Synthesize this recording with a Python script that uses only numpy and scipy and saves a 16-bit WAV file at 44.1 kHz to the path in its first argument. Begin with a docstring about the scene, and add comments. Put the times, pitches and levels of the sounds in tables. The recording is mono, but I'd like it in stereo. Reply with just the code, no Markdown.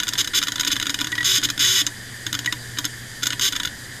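"""The head arm of an opened hard disk drive seeks, heard from close by: kick, reversal and brake are impulses
that excite the modes of arm and casing. Fast runs of such moves merge into a buzz. Now and then two damped
modes ping: some pings stand alone, as the arm strikes a stop, and three sound within the long buzz.
Each seek also rocks the drive with a low, decaying knock. Under it the spindle hums as three sine lines, and
the air stirred by the platter is noise of flickering level. A decaying noise tail gives the arm a small room."""
import sys
import numpy as np
from scipy import signal
from scipy.fft import rfft, irfft
from scipy.io import wavfile

SR = 44100
rng = np.random.default_rng(int(sys.argv[2]) if len(sys.argv) > 2 else 0)


def store_pcm(level_fs):
    """Save levels as 16-bit WAV."""
    pcm = np.round(np.clip(level_fs, -1, 1) * 32767).astype(np.int16)
    wavfile.write(sys.argv[1], SR, np.atleast_2d(pcm).T)


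N = 176400

# Spindle lines: (f/Hz, rms level/dB before swell and waver)
SPINDLE_LINES = [(119.8, -43.5), (240, -58), (2153, -61.5)]
# Slow swell of the spindle lines: (t/s, level/dB)
SPINDLE_SWELL = [(0, -9.5), (1.2, 0), (2.7, 2.5), (4, -4.5)]
# Air around the platter: (f/Hz, spectral density level/dB re 1 per Hz, left over right/dB)
AIR_SPECTRUM = [(30, -69, 8), (86, -69, -4), (107, -62.5, -5), (171, -69.5, 2), (256, -70.5, 1.5),
                (495, -77, 1.5), (684, -80, 4), (1280, -81, 7), (1810, -63.5, 7.5), (2220, -78.5, -0.5),
                (2760, -84, -3), (3030, -74, -4), (4470, -79, -2), (4750, -69.5, 3.5), (5310, -80.5, -4),
                (6860, -77.5, 8), (9800, -81, -0.5), (12600, -84.5, 1), (14500, -91.5, 5)]
# Correlation of the air noise between the channels: (f/Hz, correlation/1)
AIR_CORRELATION = [(60, 0.9), (240, 0.67), (950, 0.37), (3760, 0.11), (14900, 0.01)]
# Modes of arm and casing: (f/Hz, bandwidth/Hz, level/dB within the register, left over right/dB, left lead/rad)
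ARM_MODES = [(979, 25.6, -19.5, 10.5, 1.3), (1147, 28, -26.5, 3, 1), (1498, 59.5, -11.5, 10.5, -5.5),
             (1692, 160, -20.5, 1, 6), (1835, 50, -14.5, 3.5, -3.5), (2200, 45, -17.5, -2, 2.5),
             (2470, 26, -26, -2, 1.4), (2882, 38, -13.5, 12, 4), (3235, 170, -6.5, -9, 3.5),
             (3502, 137, -5.5, -0.5, -1.1), (3484, 30, -16, 8, -0.2), (3575, 360, -15, -13, -3),
             (3844, 170, -15, -9.5, 0.8), (3976, 76, -14, 6, -5), (4810, 550, -18, 6.5, 1.04),
             (5317, 200, -15, 16, 7.5), (6293, 380, -14, 11, -0.04), (6650, 298, -8.5, 4, -5.5),
             (7310, 340, -18.5, 10.5, 3), (8520, 1430, -31, -3, 1.5), (13410, 230, -25, 19, 7)]
# Edges of the four registers, low, upper low, middle and treble: (f/Hz)
REGISTER_EDGES = [940, 1700, 2600, 4400, 16000]
# Single seeks: (t/s, level/dB before the register levels, travel time/s, treble re middle/dB, likewise)
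SEEK_MOVES = [(0.0001, -18, 0.0034, -3.5), (0.025, -25.5, 0.0028, -17), (0.0329, -21, 0.0029, -1.5),
              (0.07, -24.5, 0.0025, -7), (0.0805, -20, 0.0026, -1.5), (0.0881, -21.5, 0.0033, 3),
              (0.1254, -28, 0.0031, -14), (0.134, -22.5, 0.0025, 1), (0.1532, -24, 0.0034, -11),
              (0.2448, -25, 0.0034, 0), (0.2742, -22.5, 0.0031, -1.5), (0.3351, -18.5, 0.008, -11),
              (0.4162, -21, 0.0047, -8), (0.4265, -18.5, 0.003, -3), (0.4346, -21, 0.0027, 1),
              (0.4705, -21.5, 0.0048, -6), (0.483, -18, 0.0036, -4.5), (0.5199, -22, 0.0026, 0.5),
              (0.5574, -22.5, 0.0031, -1.5), (0.58, -24.5, 0.0038, -16), (0.5961, -18, 0.0024, -4),
              (0.599, -30, 0.005, 8.5), (0.608, -19.5, 0.0029, 3), (0.6319, -22.5, 0.0052, -12),
              (0.6481, -22, 0.0024, 0.5), (0.6663, -19, 0.0077, -13), (0.7029, -20.5, 0.008, -14),
              (0.756, -25, 0.0033, -7), (0.764, -18.5, 0.0038, -7), (0.7986, -21, 0.0018, -3),
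              (0.813, -25, 0.0039, -8), (0.8255, -19, 0.004, -3), (0.8562, -25, 0.0019, -7),
              (0.8676, -18.5, 0.0026, -3), (0.8948, -19, 0.0027, -3.5), (0.9027, -23.5, 0.0033, 2),
              (0.9428, -20, 0.0025, -1), (0.9887, -22, 0.0026, -6), (1.0009, -24.5, 0.0021, -8),
              (1.0093, -24, 0.0019, 1.5), (1.0138, -18.5, 0.0027, -5), (1.0442, -22, 0.0021, -1.5),
              (1.0698, -23, 0.0036, -4.5), (1.118, -26.5, 0.0029, -2), (1.122, -24.5, 0.0036, -19),
              (1.1533, -25, 0.0024, -3.5), (1.1783, -22, 0.0068, -10), (1.2065, -25, 0.0043, -8),
              (1.2295, -24, 0.0034, -5), (1.4155, -31, 0.0024, -2), (1.428, -19.5, 0.0083, -19),
              (1.4877, -22, 0.0045, -7), (1.5008, -19, 0.0026, 0), (1.577, -23, 0.0023, -4.5),
              (1.6022, -20.5, 0.0074, -17), (1.8658, -22.5, 0.0013, 7), (1.8717, -24, 0.0026, -2.5),
              (2.2648, -19.5, 0.0039, -4.5), (2.3278, -21, 0.0026, -1), (2.3409, -22.5, 0.0048, -7),
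              (2.3503, -20, 0.0016, -3), (2.3901, -22.5, 0.0023, -0.5), (2.4453, -30, 0.004, -8),
              (2.4596, -20, 0.0023, -1.5), (2.5248, -19, 0.0019, -3.5), (2.7721, -26.5, 0.0039, -13),
              (2.7859, -18, 0.0043, -1.5), (2.843, -22, 0.0048, -6), (2.8515, -23, 0.0025, 5.5),
              (2.8579, -25.5, 0.0059, -11), (3.223, -28, 0.0029, -8), (3.2312, -17, 0.0064, -1),
              (3.2562, -21.5, 0.0041, -1.5), (3.2679, -17, 0.0048, 2), (3.3043, -20.5, 0.0015, -3.5),
              (3.3236, -23, 0.0055, -6), (3.3308, -22, 0.0023, -8), (3.395, -21, 0.002, -1),
              (3.523, -23, 0.0043, -1.5), (3.5307, -22, 0.003, -10), (3.5524, -24, 0.0064, -6.5),
              (3.561, -20, 0.0048, -2), (3.599, -19.5, 0.0046, -7), (3.6327, -24, 0.0019, -1.5),
              (3.6492, -18.5, 0.0028, -13), (3.6541, -26.5, 0.0022, 3), (3.6727, -23.5, 0.0027, -10)]
# Register levels of a seek: one level/dB each for low, upper low, middle, treble
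SEEK_REGISTER_LEVELS = [-8.5, -11.5, -1, -1.55]
# Recoil of the drive re the move that causes it: (t/s, level/dB)
RECOIL_LEVEL = [(0, -18), (1, -11), (2.85, -12.5), (3.3, -17)]
# Runs of back-to-back seeks: (start t/s, end t/s, level/dB before the register levels)
SEEK_RUNS = [(0.178, .191, -19), (.188, 0.216, -16.5), (0.347, 0.39, -16), (.673, 0.683, -16),
             (0.715, 0.731, -16), (1.244, 1.384, -16.5), (1.435, 1.456, -16.5), (1.593, 1.816, -16.5),
             (3.411, 3.488, -17.5)]
# Register levels of a run: one level/dB each for low, upper low, middle, treble
RUN_REGISTER_LEVELS = [-15.5, -13, 0, -2]
# Pings near 1930 Hz, some alone, three within the long buzz: (t/s, level/dB re the mode levels)
PINGS = [(1.127, -16.5), (1.1805, -15), (1.206, -15.5), (1.643, -21.5), (1.762, -25), (1.783, -23),
         (2.475, -13.5)]
# Modes of a ping: (f/Hz, level/dB, 60 dB decay time/s)
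PING_MODES = [(1930, 2.5, 0.08), (2150, -12, 0.018)]

HUM_WAVER_DB, HUM_WAVER_S = 1.5, 0.07   # standard deviation and spacing of the random level steps
AIR_FLICKER_DB, AIR_FLICKER_S = 1, 0.036   # the same, for each half octave of air
DIP_FROM_HZ, DIP_DB = 450, -30   # the low middle of the rush, 450 to 900 Hz, falls away under long buzzes
DIP_DELAY_S, DIP_FADE_S = 0.0082, 0.015
KICK_DB, BRAKE_DB, GRIT_DB = -4.5, -4.5, -3.5   # re the reversal
REVERSAL_SHARE = 0.4   # place of the reversal within the travel time
KICK_JITTER_S, KICK_SPREAD_DB = 0.00012, 2   # standard deviations of time and level
RATTLE_DB, RATTLE_T60_S = -7, 0.037   # scattered ring of the casing, before each ear is levelled
FIZZ_DB, FIZZ_T60_S, FIZZ_ABOVE_HZ = -12.5, 0.018, 7400   # crowded top modes of the thin suspension
CHASSIS_HZ, CHASSIS_T60_S = 293, 0.13
CHASSIS_SCATTER = 0.035   # relative spread of the recoil frequency between seeks
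RUN_SEEKS_PER_S, RUN_WANDER, RUN_WANDER_S = 383, 0.012, 0.033   # mean rate, relative drift, drift spacing
RUN_GRIT_DB = -8   # re the reversal
RUN_TONE_DB = -22.5   # peak of the chassis tone re the run level
PING_ATTACK_S = 0.00047
ROOM_DB, ROOM_T60_S = -12.5, 0.15
CUTOFF_HZ = 14500
RING_T = np.arange(4096) / SR   # time axis of the impulse responses, s
SIDES = np.array([[1], [-1]])   # signs of left and right


def from_db(db):
    """Logarithmic level: 20 dB correspond to a tenfold amplitude."""
    return 10 ** (np.asarray(db) / 20)


def unit(x):
    """Energy normalisation: the summed square, averaged over the channels, becomes one."""
    return x / np.sqrt(np.mean(np.sum(x ** 2, axis=-1)) + 1e-20)


def at_hz(rows, hz, axis=1):
    """Interpolation of a table column on a logarithmic frequency scale."""
    rows = np.array(rows)
    return np.interp(np.log(hz + 1), np.log(rows[:, 0]), rows[:, axis])


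def add(out, s, x):
    """Superposition: x is added to out from time s on."""
    i = int(s * SR)
    out[..., i:i + x.shape[-1]] += x[..., :N - i]


def flicker(db, every_s):
    """Random modulation: a level in dB runs linearly between independent normal steps."""
    steps = rng.standard_normal(size=512)
    return db * np.interp(np.arange(N) / SR / every_s, np.arange(len(steps)), steps)


def spindle():
    """Line spectrum of a rotating motor: sine lines share one slow swell and a random waver."""
    t = np.arange(N) / SR
    swell_db = np.interp(t, *np.transpose(SPINDLE_SWELL)) + flicker(HUM_WAVER_DB, HUM_WAVER_S)
    hum = np.zeros(N)
    for hz, db in SPINDLE_LINES:
        amplitude = np.sqrt(2) * from_db(db + swell_db)   # rms to peak
        hum += amplitude * np.sin(2 * np.pi * hz * t)
    return hum


def air():
    """Flow noise: Gaussian noise coloured by the casing, its channels less correlated towards the treble."""
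    hz = np.arange(N // 2 + 1) * SR / N
    mid, side = rfft(rng.standard_normal((2, N)))
    correlation = at_hz(AIR_CORRELATION, hz)
    stereo = np.sqrt(1 + correlation) * mid + SIDES * np.sqrt(1 - correlation) * side
    level_db = at_hz(AIR_SPECTRUM, hz) + SIDES * at_hz(AIR_SPECTRUM, hz, axis=2) / 2
    gain = from_db(level_db) * np.sqrt(SR) / 2   # density to amplitude
    return irfft(gain * stereo, N)


def wavering(rush):
    """Band-wise modulation: half octaves flicker independently; the low middle falls away under long buzzes."""
    t = np.arange(N) / SR
    buzzing = np.zeros(N)
    for start, end, _ in SEEK_RUNS:
        inside_s = np.minimum(t - start - DIP_DELAY_S, end - t)
        buzzing += np.clip(inside_s / DIP_FADE_S, 0, 1)   # the shortest runs barely count
    hz = np.maximum(np.arange(N // 2 + 1) * SR / N, DIP_FROM_HZ / 2)   # all the bass joins the lowest band
    band = np.floor(2 * np.log2(hz / DIP_FROM_HZ))
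    spectrum = rfft(rush)
    out = np.zeros((2, N))
    for k in np.unique(band):
        level_db = flicker(AIR_FLICKER_DB, AIR_FLICKER_S)
        if k in (0, 1):
            level_db = level_db + DIP_DB * buzzing
        out += from_db(level_db) * irfft(spectrum * (band == k), N)
    return out


def diffuse(x, t60):
    """Diffuse decay: convolution with exponentially dying noise, independent at each ear."""
    t = np.arange(SR // 2) / SR
    tail = unit(rng.standard_normal((2, len(t))) * from_db(-60 * t / t60))
    return signal.fftconvolve(x, tail, axes=1)[:, :N]


def cased(response):
    """Multiple scattering: the casing adds a dense ring while each ear keeps its standard deviation."""
    scattered = response + from_db(RATTLE_DB) * diffuse(response, RATTLE_T60_S)[:, :len(RING_T)]
    return scattered * response.std(axis=1, keepdims=True) / scattered.std(axis=1, keepdims=True)


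def arm_body():
    """Modal superposition: damped resonances form a stereo impulse response in each of four registers."""
    # small parts radiate no bass
    no_bass = signal.ellip(6, 1, 50, REGISTER_EDGES[0], "high", fs=SR, output="sos")
    rings = []
    for hz, width, db, pan, lead in ARM_MODES:
        envelope = from_db(db + SIDES * pan / 2) * width * np.exp(-np.pi * width * RING_T)
        mode = envelope * np.cos(2 * np.pi * hz * RING_T + SIDES * lead / 2)
        rings.append((hz, cased(mode)))
    registers = []
    for lo, hi in zip(REGISTER_EDGES, REGISTER_EDGES[1:]):
        register = sum(r for hz, r in rings if lo < hz <= hi)
        registers.append(unit(signal.sosfilt(no_bass, register)))
    fizz = rng.standard_normal((2, len(RING_T))) * from_db(-60 * RING_T / FIZZ_T60_S)
    fizz_band = signal.butter(2, [FIZZ_ABOVE_HZ, CUTOFF_HZ], "band", fs=SR, output="sos")
    registers[-1] = registers[-1] + from_db(FIZZ_DB) * unit(signal.sosfilt(fizz_band, fizz))
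    return registers


def move(travel_s, grit_db):
    """Impulsive excitation: kick, opposed reversal and brake, with noise as grit while the arm travels."""
    t = RING_T[:len(RING_T) // 8]
    grit = rng.standard_normal(len(t)) * np.exp(-(t / travel_s) ** 2)
    force = from_db(grit_db) * unit(grit)
    for share, db, sign in ((0, KICK_DB, 1), (REVERSAL_SHARE, 0, -1), (1, BRAKE_DB, 1)):
        i = int(abs(share * travel_s + KICK_JITTER_S * rng.normal()) * SR)
        force[min(i, len(t) - 1)] += sign * from_db(db + KICK_SPREAD_DB * rng.normal())
    return force


def radiate(force, body, levels_db):
    """Linear response: the force is convolved with each register, which then takes its own level."""
    registers = [unit(signal.fftconvolve(force[None], part, axes=1)) for part in body]
    return sum(from_db(db) * register for register, db in zip(registers, levels_db))


def ring(hz, t60):
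    """Free vibration: a sine with exponential decay."""
    return np.sin(2 * np.pi * hz * RING_T) * from_db(-60 * RING_T / t60)


def recoil(s, db, hz):
    """Reaction to the arm: the whole drive rocks as one damped mode, a low knock."""
    return from_db(db + np.interp(s, *np.transpose(RECOIL_LEVEL))) * ring(hz, CHASSIS_T60_S)


def seeks(body):
    """Transient excitation: each single move clicks through the body and rocks the chassis either way."""
    out = np.zeros((2, N))
    click_size = np.sqrt(0.01 * SR)   # levels are rms values over 10 ms
    for s, db, travel_s, treble_db in SEEK_MOVES:
        levels_db = db + np.array([0, 0, 0, treble_db]) + SEEK_REGISTER_LEVELS
        add(out, s, click_size * radiate(move(travel_s, GRIT_DB), body, levels_db))
        direction = rng.choice([-1, 1])
        rock_hz = CHASSIS_HZ * (1 + CHASSIS_SCATTER * rng.normal())
        add(out, s, direction * recoil(s, db, rock_hz))
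    return out


def runs(body):
    """Repetition pitch: moves without a pause, at a drifting rate, buzz; the chassis hums at that rate."""
    out = np.zeros((2, N))
    for start, end, db in SEEK_RUNS:
        t = np.arange(int((end - start) * SR)) / SR
        drift = rng.standard_normal(size=32)
        wander = RUN_WANDER * np.interp(t / RUN_WANDER_S, np.arange(len(drift)), drift)
        moves_done = np.cumsum(RUN_SEEKS_PER_S * (1 + wander)) / SR
        force = np.zeros(len(t) + len(RING_T))
        # a move starts whenever the count passes a whole number
        for s in np.interp(np.arange(moves_done[-1]), moves_done, t):
            add(force, s, move(0.5 / RUN_SEEKS_PER_S, RUN_GRIT_DB))
        buzz = radiate(force, body, db + np.array(RUN_REGISTER_LEVELS))
        add(out, start, np.sqrt(len(t)) * buzz)   # levels are rms values over the run
        tone = np.sin(2 * np.pi * moves_done) * signal.windows.tukey(len(t))
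        add(out, start, from_db(db + RUN_TONE_DB) * tone)
        add(out, end, recoil(end, db, CHASSIS_HZ))
    return out


def pings():
    """Damped free vibration: two metallic modes build up softly within a millisecond or so, then decay."""
    out = np.zeros((2, N))
    attack = 1 - np.exp(-RING_T / PING_ATTACK_S)
    for s, db in PINGS:
        ping = sum(from_db(db + mode_db) * ring(hz, t60) for hz, mode_db, t60 in PING_MODES)
        add(out, s, attack * ping)
    return out


def scene():
    """Superposition of sources: spindle and air, then the arm with its reverberation in a small room."""
    background = spindle() + wavering(air())
    body = arm_body()
    arm = seeks(body) + runs(body) + pings()
    room = from_db(ROOM_DB) * diffuse(arm, ROOM_T60_S)
    return background + arm + room


def record(dry):
    """Band limitation: a steep elliptic low-pass removes the top."""
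    return signal.sosfilt(signal.ellip(10, 0.2, 80, CUTOFF_HZ, fs=SR, output="sos"), dry)


dry = scene()
out = record(dry)
store_pcm(out)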